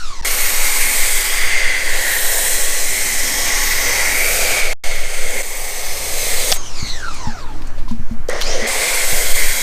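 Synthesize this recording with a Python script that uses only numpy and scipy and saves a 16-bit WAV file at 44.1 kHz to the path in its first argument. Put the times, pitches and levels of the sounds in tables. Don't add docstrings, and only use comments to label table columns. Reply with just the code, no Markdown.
import sys
import numpy as np
from scipy import signal
from scipy.fft import rfft, irfft, next_fast_len
from scipy.io import wavfile
from scipy.ndimage import uniform_filter1d, map_coordinates

SR = 44100
rng = np.random.default_rng(int(sys.argv[2]) if len(sys.argv) > 2 else 0)


def unload_wav(signal):
    wavfile.write(
        sys.argv[1],
        SR,
        np.round(np.clip(np.atleast_2d(signal).T, -1, 1) * 32767).astype(np.int16),
    )


N = 424241
FULL_HZ = 3267
TOP_HZ = 15400


def amp(db):
    return 10 ** (np.asarray(db) / 20)


def unit(x):
    return x / np.sqrt(np.mean(x ** 2) + 1e-20)


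def along(points, hz):
    f, values = np.transpose(points)
    return np.interp(np.log(hz + 1), np.log(f + 1), values)


def curves(rows):
    s, *columns = np.transpose(rows)
    t = np.arange(N) / SR
    return [np.interp(t, s, column) for column in columns]


def spans(tables, fade):
    t = np.arange(N) / SR
    is_open = sum((t > rows[0][0] - .002) & (t < rows[-1][0] + .014) for rows in tables) > 0
    gate = uniform_filter1d(is_open * 1., max(round(fade * SR), 1))
    return gate, curves(np.vstack(tables))


def wobble(rate):
    coarse = np.arange(0, N + 32, 32)
    knots = rng.standard_normal(int(N * rate / SR) + 4)
    smooth = map_coordinates(knots, [coarse * rate / SR], mode="nearest")
    return np.interp(np.arange(N), coarse, smooth)


def filtered(x, response):
    m = next_fast_len(N + SR // 2)
    spectrum = rfft(x, m) * response(np.fft.rfftfreq(m, 1 / SR))
    return irfft(spectrum, m)[..., :N]


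def coloured(x, spectrum):
    return unit(filtered(x, lambda hz: amp(along(spectrum, hz))))


def rush(spectrum, patchy_db, streaky_db):
    z = signal.stft(rng.standard_normal(N), nperseg=512)[2]

    def field(bins, frames):
        across = uniform_filter1d(rng.standard_normal(z.shape), bins, 0)
        return unit(uniform_filter1d(across, frames, 1))

    gain = amp(patchy_db * field(6, 14) + streaky_db * field(4, 110))
    noise = signal.istft(z * gain, nperseg=512)[1][:N]
    return coloured(noise, spectrum)


def narrow(hz, width_hz):
    pair = filtered(rng.standard_normal((2, N)), lambda f: 1 / (1 + (2 * f / width_hz) ** 2))
    cycles = np.cumsum(hz)
    a, b = pair[:, np.minimum(cycles / hz.max(), N - 1).astype(int)]
    turn = 2 * np.pi * cycles / SR
    return unit(a * np.cos(turn) + b * np.sin(turn))


def wavering(hz, drift):
    turn = 2 * np.pi * np.cumsum(hz) / SR + drift * wobble(12)
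    return np.sqrt(2) * amp(2.3 * wobble(5)) * np.sin(turn)


def wind():
    # time in seconds, gust in dB, roar in dB; both are offset in the mix below.
    gusts = [(0, -1, -57), (.7, -1, -42), (1.5, 2.5, -51), (2.2, 0, -57), (3.2, -2.5, -38.5),
             (4.15, -0.5, -38.5), (4.7, 2.5, -61), (5.6, -3, -62), (6.5, -1, -52), (7.5, 3, -37.5),
             (8.4, 4, -47), (8.85, -3, -56), (9.3, 6, -50), (9.62, 1, -45)]
    # frequency in Hz, relative level in dB.
    buffet_colour = [(1, -39), (4, 5.5), (12, 5.5), (20, -6.5), (30, -49), (45, -73)]
    flutter_colour = [(12, -34), (22, -10.5), (45, 3), (80, -10.5), (160, -28), (300, -35), (500, -120)]
    roar_colour = [(70, -41), (130, -3), (230, 5.5), (330, 5), (500, -42)]
    gust_db, roar_db = curves(gusts)
    colours = (buffet_colour, flutter_colour, roar_colour)
    slow, lumps, roar = [coloured(rng.standard_normal(N), colour) for colour in colours]
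    lumpy = amp(3.3 * wobble(12.0))
    out = amp(-14.5 + gust_db) * slow
    out += amp(-42 + 1.26 * gust_db) * lumpy * lumps
    return out + amp(roar_db - 5) * lumpy * roar


def hum():
    # start in seconds, end in seconds, first level in dB rms, last level in dB rms,
    # octave in dB over the tone.
    swells = [(2.102, 3.7, -44.5, -45, -15), (3.7, 4.601, -36.5, -38, -9), (5.85, 7.89, -44.5, -40, -2)]
    t = np.arange(N) / SR
    turn = 2 * np.pi * np.cumsum(58.1 + .8 * wobble(3.2)) / SR
    out = np.zeros(N)
    for start, end, first_db, last_db, octave_db in swells:
        gate = np.clip(np.minimum(t - start, end - t) / 0.092 + .5, 0, 1)
        level = amp(np.interp(t, [start, end], [first_db, last_db]))
        out += gate * level * (np.sin(turn) + amp(octave_db) * np.sin(2 * turn))
    return np.sqrt(2) * out


def taps():
    # start in seconds, ring in dB, thump in dB; each is raised by a fixed amount below.
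    mount_taps = [(6.826, -27, -22.5), (7.271, -20, -20.5), (7.91, -14, -27), (7.996, -26, -25),
                  (8.11, -18, -26), (8.199, -42, -32), (8.621, -21, -34), (9.127, -33, -26.5)]
    out, t = np.zeros(N + SR), np.arange(SR // 4) / SR
    push = np.exp(-((t - .004) / 0.0039) ** 2) * -np.cos(2 * np.pi * 90 * (t - .004))
    ring = amp(-60 * t / .16) * (1 - np.exp(-t / 0.0065)) * np.sin(2 * np.pi * 226 * t)
    for s, ring_db, thump_db in mount_taps:
        out[round(s * SR):][:len(t)] += amp(ring_db + 3) * ring + amp(thump_db + 9.5) * push
    return out[:N]


def clicks():
    # start in seconds, crack in dB (relative), crack pitch in Hz, crack's 60 dB decay in seconds,
    # knock in dB (relative), knock pitch in Hz.
    contacts = [(6.517, 5, 5500, 0.014, -9, 720), (6.522, 7, 4070, 0.027, -4.5, 727),
                (6.566, -22, 3520, .02, -22, 740), (7.08, -29, 1460, .06, -20, 1000),
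                (7.142, -19, 7450, 0.036, -50, 894), (7.62, -25, 3320, 0.034, -50, 900),
                (7.67, -26, 7050, 0.051, -47, 900), (7.78, -30, 3070, 0.14, -22, 580),
                (7.879, -29, 4020, 0.27, -21, 1020), (7.909, -28, 6020, 0.056, -21, 990),
                (8.2858, -12, 6000, 0.014, -25, 476), (8.288, -16, 1980, 0.024, -2, 494),
                (8.296, -7, 7090, .015, -25, 501), (8.312, -20, 8900, .012, -21, 503),
                (8.33, -14, 3020, .02, -13, 506), (8.348, -24, 5060, .015, -23, 480),
                (8.408, -9, 5000, .015, -35, 600), (8.413, -4.5, 3500, 0.023, -32, 600),
                (8.42, -4, 3880, 0.026, -30, 600)]
    out, t = np.zeros(N + SR), np.arange(SR // 8) / SR
    for s, crack_db, crack_hz, t60, knock_db, knock_hz in contacts:
        scratch = rng.standard_normal((2, len(t)))
        crack = 1.76 * uniform_filter1d(scratch[0], size=12) * np.sin(2 * np.pi * crack_hz * t)
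        crack += 0.17 * uniform_filter1d(scratch[1], size=2)
        crack *= amp(crack_db - 60 * t / t60) * (1 - np.exp(-t / t60 / 0.022))
        knock = amp(knock_db - 60 * t / 0.027) * (1 - np.exp(-t / 0.0018))
        knock *= np.sin(2 * np.pi * knock_hz * t)
        out[round(s * SR):][:len(t)] += crack + knock
    return out[:N]


def motion():
    # coasting heard from, to, and the switch-off, all in seconds.
    stops = [(0, .246, -.49), (6.56, 8.287, 6.56)]
    fan_low_db = [-42.5, -37.5]
    # seconds after switch-off, bar rate in Hz, whine in dB, overtones in dB over it.
    run_down = [(0, 3281, -50, 12), (.1, 3085, -40, -3), (.17, 2676, -48, -3), (.24, 2233, -40.5, 3),
                (.39, 1961, -43, 3.5), (.47, 1510, -35.5, -7), (.58, 1196, -46.5, 8), (.69, 950, -39, -1),
                (.8, 718, -43.5, 4.5), (.9, 455, -47.5, 11), (.98, 415, -51, 11), (1.2, 250.4, -68, 0)]
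    # time in seconds, whine under power in dB.
    running = [(.25, -42.5), (2, -44.5), (3, -46), (3.6, -39.5), (5, -55), (6.5, -54), (8.4, -38),
               (8.55, -42), (8.7, -47), (9.62, -52)]
    start_s, heard_s, spin_up_s = 8.345, 8.41, .09
    t = np.arange(N) / SR
    since, coasting, low_db = np.zeros((3, N))
    for (first, last, off), db in zip(stops, fan_low_db):
        inside = (t >= first) & (t < last)
        since[inside], coasting[inside], low_db[inside] = t[inside] - off, 1, db
    s, *falling = np.transpose(run_down)
    spin_up_hz = FULL_HZ * (1 - (t > start_s) * np.exp(-np.abs(t - start_s) / spin_up_s))
    silent = (t >= stops[-1][1]) & (t < heard_s)
    powered = [spin_up_hz, curves(running)[0] - 120 * silent, 0.7]
    states = [np.where(coasting, np.interp(since, s, c), p) for c, p in zip(falling, powered)]
    return states, since, coasting, low_db


def motor():
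    # multiple of the bar rate, level in dB relative to the whine.
    bar_orders = [(1, 11), (2, 4.5), (3, -3), (4, -7.5), (5, -13), (6, -8.5), (8, -11)]
    # frequency in Hz, gain in dB.
    case_colour = [(200, -11), (600, -10), (950, -4.5), (1300, -5.5), (2200, -7), (2900, -10), (3400, -5.5),
                   (4150, 1.5), (5000, 6.5), (6400, 5), (9000, -2.5), (14000, -10)]
    # frequency in Hz, relative level in dB.
    pump_tones = [(296, -48.5), (393, -41), (486, -46), (522, -54), (843, -40.5), (1044, -48),
                  (1113, -39.5)]
    # frequency in Hz, relative level in dB.
    fan_low_colour = [(90, -28), (160, -9), (350, -6), (950, -6), (1600, -9), (3000, -21.5), (6000, -44),
                      (12000, -38)]
    fan_high_colour = [(1470, -28), (2500, -10), (3250, -12), (4210, -9), (4730, -11), (6190, -10),
                       (7730, -13.5), (15700, -38)]
    (bar_hz, whine_db, overtones_db), since, coasting, low_db = motion()
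    slack = np.clip((FULL_HZ - 40 - bar_hz) / 150, 0, 1)
    pump = sum(amp(db) * wavering(np.full(N, hz), drift=0.6) for hz, db in pump_tones)
    lines = (1 - slack) * amp(39.0) * pump
    for k, db in bar_orders:
        line_hz = k * bar_hz
        steady = 0
        if k * FULL_HZ < TOP_HZ:
            steady = amp(-2.5 * k) * wavering(line_hz, drift=1.15 * k)
        smeared = narrow(line_hz, width_hz=380 * k ** 1.15) * amp(2.5 * wobble(25))
        line = (1 - slack) * steady + slack * smeared
        level = amp(db + (k > 1) * overtones_db + along(case_colour, line_hz))
        lines = lines + level * (line_hz < TOP_HZ) * line
    low = amp(low_db - 4 * since + 1.2 * wobble(8))
    low = low * rush(fan_low_colour, patchy_db=1.2, streaky_db=.6)
    high = amp(-35 - 12.5 * since + 1.8 * wobble(25))
    high = high * rush(fan_high_colour, patchy_db=1.8, streaky_db=.8)
    return amp(whine_db) * lines + coasting * (low + high)


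def dipped(x):
    # time in seconds, centre in Hz, depth in dB (negative lifts).
    door_dip = [(.25, 1299, -1.5), (1.7, 1240, 3), (3.7, 1290, 6), (4.1, 1150, 9), (4.3, 1000, 13),
                (5.2, 979, 4), (5.5, 1400, 7), (6.4, 1404, 5), (8.5, 1150, 0.5), (9.62, 1298, 3)]
    width_hz = 160
    hz, t, z = signal.stft(x, SR, nperseg=1024)
    s, centre_hz, depth_db = np.transpose(door_dip)
    shape = np.exp(-((hz[:, None] - np.interp(t, s, centre_hz)) / width_hz) ** 2)
    cut = amp(-np.interp(t, s, depth_db) * shape)
    return signal.istft(z * cut, SR, nperseg=1024)[1][:N]


def spray():
    # ring in dB, door drumming in dB, treble fizz in dB.
    jet_stretches = [
        [(.25, -28, 2088, 5.5, -8, 5), (.95, -29, 2140, 6.5, -6.5, 9), (1.2, -29, 2068, 6.5, -7.5, 8.5),
         (1.6, -28.5, 2057, 12, -5.5, -2), (1.8, -29.5, 1990, 10.5, -3, 0), (2.15, -26.5, 1913, 7, -5, 5),
         (2.47, -27.5, 1920, 1, -6.5, 8), (2.8, -29.5, 1934, 1, -7, 6.5), (2.92, -30.5, 2083, 6.5, -4.5, 7.5),
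         (3.4, -30, 2096, 6, -4.5, 5.5), (3.6, -29, 2080, 7.5, -7, 4), (3.95, -26.5, 2075, 7, -6.5, 1.5),
         (4.18, -28, 2130, 10.5, -0.5, 4), (4.4, -25, 2291, 3, -3, 3), (4.6, -25, 2240, 5, -2, 1.5)],
        [(4.61, -28.5, 2234, 7, -1, 1), (4.73, -31.5, 2214, 8, 1.5, -1)],
        [(4.84, -31.5, 2140, 5.5, -4.5, -0.5), (5.03, -34, 2140, 6, -1, 0.5), (5.41, -33, 2127, 8, 2.5, 6)],
        [(5.43, -37.5, 2135, 5.5, -2, 7.3), (5.9, -33.5, 2074, 2, -2.5, 2.7), (6.12, -32, 2190, -3.5, 0, 4.8),
         (6.3, -28, 2137, -1, -4.5, 4.2), (6.51, -27.5, 2193, -2, -3, 3.6)],
        [(6.535, -33, 2090, -13, -16, 12), (6.56, -35, 2090, -9, -12, 2.7)],
        [(8.295, -38.5, 1867, 12, 11, -9), (8.405, -37, 1907, 7.5, 9, -6)],
        [(8.42, -35, 2045, -14, -11, -14), (8.44, -34.5, 2033, -12, 0, -4), (8.53, -29, 2028, -2, 4.5, -13),
         (8.58, -33, 2007, 3, 8, -6), (8.665, -31, 1980, 12.5, 3.5, -7)],
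        [(8.675, -27, 2070, 4.5, -3, 4), (8.94, -26, 2210, 5.5, -2, 4), (9.06, -27, 2104, 2, -1.5, 6),
         (9.62, -28.5, 2115, 6, -6, 5)],
    ]
    # time in seconds, patter near 1 kHz in dB and hiss near 6 kHz
    # in dB relative to the jet level, mist in dB over the fizz.
    drifting_bands = [(.25, -7, -1, -0.5), (.9, -5.5, 1.5, -3.5), (1.4, -7, -1, -4),
                      (1.65, -11.5, -2, -9.5), (2.2, -10.5, -4.5, -1.5), (2.85, -6, 1.5, -4),
                      (3.35, -2.5, 6, -1.5), (3.57, 0.5, 6.5, -4), (3.65, -4, 5.5, 3.5), (4, -0.5, 3, -2),
                      (4.25, -6, -0.5, 1), (4.57, -4, -1.5, -4), (5.3, -6, -.5, -7), (5.6, -1, 1.5, -1),
                      (6.5, -4.5, -1.5, -3), (8.3, 7, 0, -19), (8.5, -4, 2.5, -9), (8.68, -5, -2, -10),
                      (9.1, -9, -1, -2.5), (9.62, -9, 0, -3.5)]
    # frequency in Hz, relative level in dB.
    door_colour = [(90, -37), (150, -14), (230, -8), (290, -10), (390, 0), (530, 7.5), (700, 1), (950, -17),
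                   (1500, -120)]
    patter_colour = [(450, -67), (700, 3.5), (1000, 3), (1400, -0.5), (1900, -40), (3000, -120)]
    hiss_colour = [(900, -28), (1400, -9.5), (2000, -7.5), (3000, -9.5), (4600, -9), (6500, -17),
                   (9000, -120)]
    high_hiss_colour = [(3500, -13), (5000, -2.5), (6300, 3), (7200, -5), (9000, -45), (12000, -120)]
    fizz_colour = [(4000, -42), (6800, -4), (8440, 1), (10700, -9), (13900, -20), (22000, -120)]
    mist_colour = [(6060, -22), (10300, -8.5), (13600, 0), (14700, -6.5), (15700, -6)]
    on, (jet_db, ring_hz, ring_db, door_db, fizz_db) = spans(jet_stretches, fade=0.0027)
    patter_db, high_db, mist_db = curves(drifting_bands)
    sputter_db = 0.22 * wobble(9) + 0.48 * wobble(60)
    jet = amp(door_db + 1.2 * wobble(6)) * rush(door_colour, patchy_db=0.5, streaky_db=1.5)
    jet += amp(patter_db + 0.5 * wobble(6)) * rush(patter_colour, patchy_db=-0.15, streaky_db=2.5)
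    broad_ring = 0.86 * narrow(ring_hz, width_hz=600)
    sharp_ring = .5 * narrow(ring_hz + 60 * wobble(3), width_hz=160)
    jet += amp(ring_db - 1.5 + 1.04 * wobble(13)) * (broad_ring + sharp_ring)
    jet += amp(3) * rush(hiss_colour, patchy_db=0.5, streaky_db=2.0)
    jet += amp(high_db) * rush(high_hiss_colour, patchy_db=1.26, streaky_db=2.6)
    jet += amp(fizz_db) * rush(fizz_colour, patchy_db=.8, streaky_db=.7)
    jet += amp(fizz_db + mist_db) * rush(mist_colour, patchy_db=1.3, streaky_db=2.0)
    return on * amp(jet_db + sputter_db) * dipped(jet)


def scene():
    mono = wind() + hum() + taps() + clicks() + motor() + spray()
    return np.tile(mono, (2, 1))


def record(dry):
    # start in seconds, end in seconds, settling time in seconds.
    dropouts = [(.2135, .223, .0002), (4.733, 4.837, .045)]
    wet, t = dry.copy(), np.arange(SR // 4) / SR
    for start, end, settle in dropouts:
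        a, b = round(start * SR), round(end * SR)
        last_value = dry[:, a - 40:a].mean(axis=1, keepdims=True)
        wet[:, a:b] = last_value * np.exp(-t[:b - a] / settle)
        step = dry[:, b:b + 40].mean(axis=1, keepdims=True) - wet[:, b - 1:b]
        wet[:, b:b + len(t)] -= step * np.exp(-t / 0.033)
    wet = wet / (1 + np.abs(wet) ** 6) ** (1 / 6)
    return filtered(wet, lambda hz: np.interp(hz, [TOP_HZ - 200, TOP_HZ], [1, 0]))


dry = scene()
out = record(dry)
unload_wav(out)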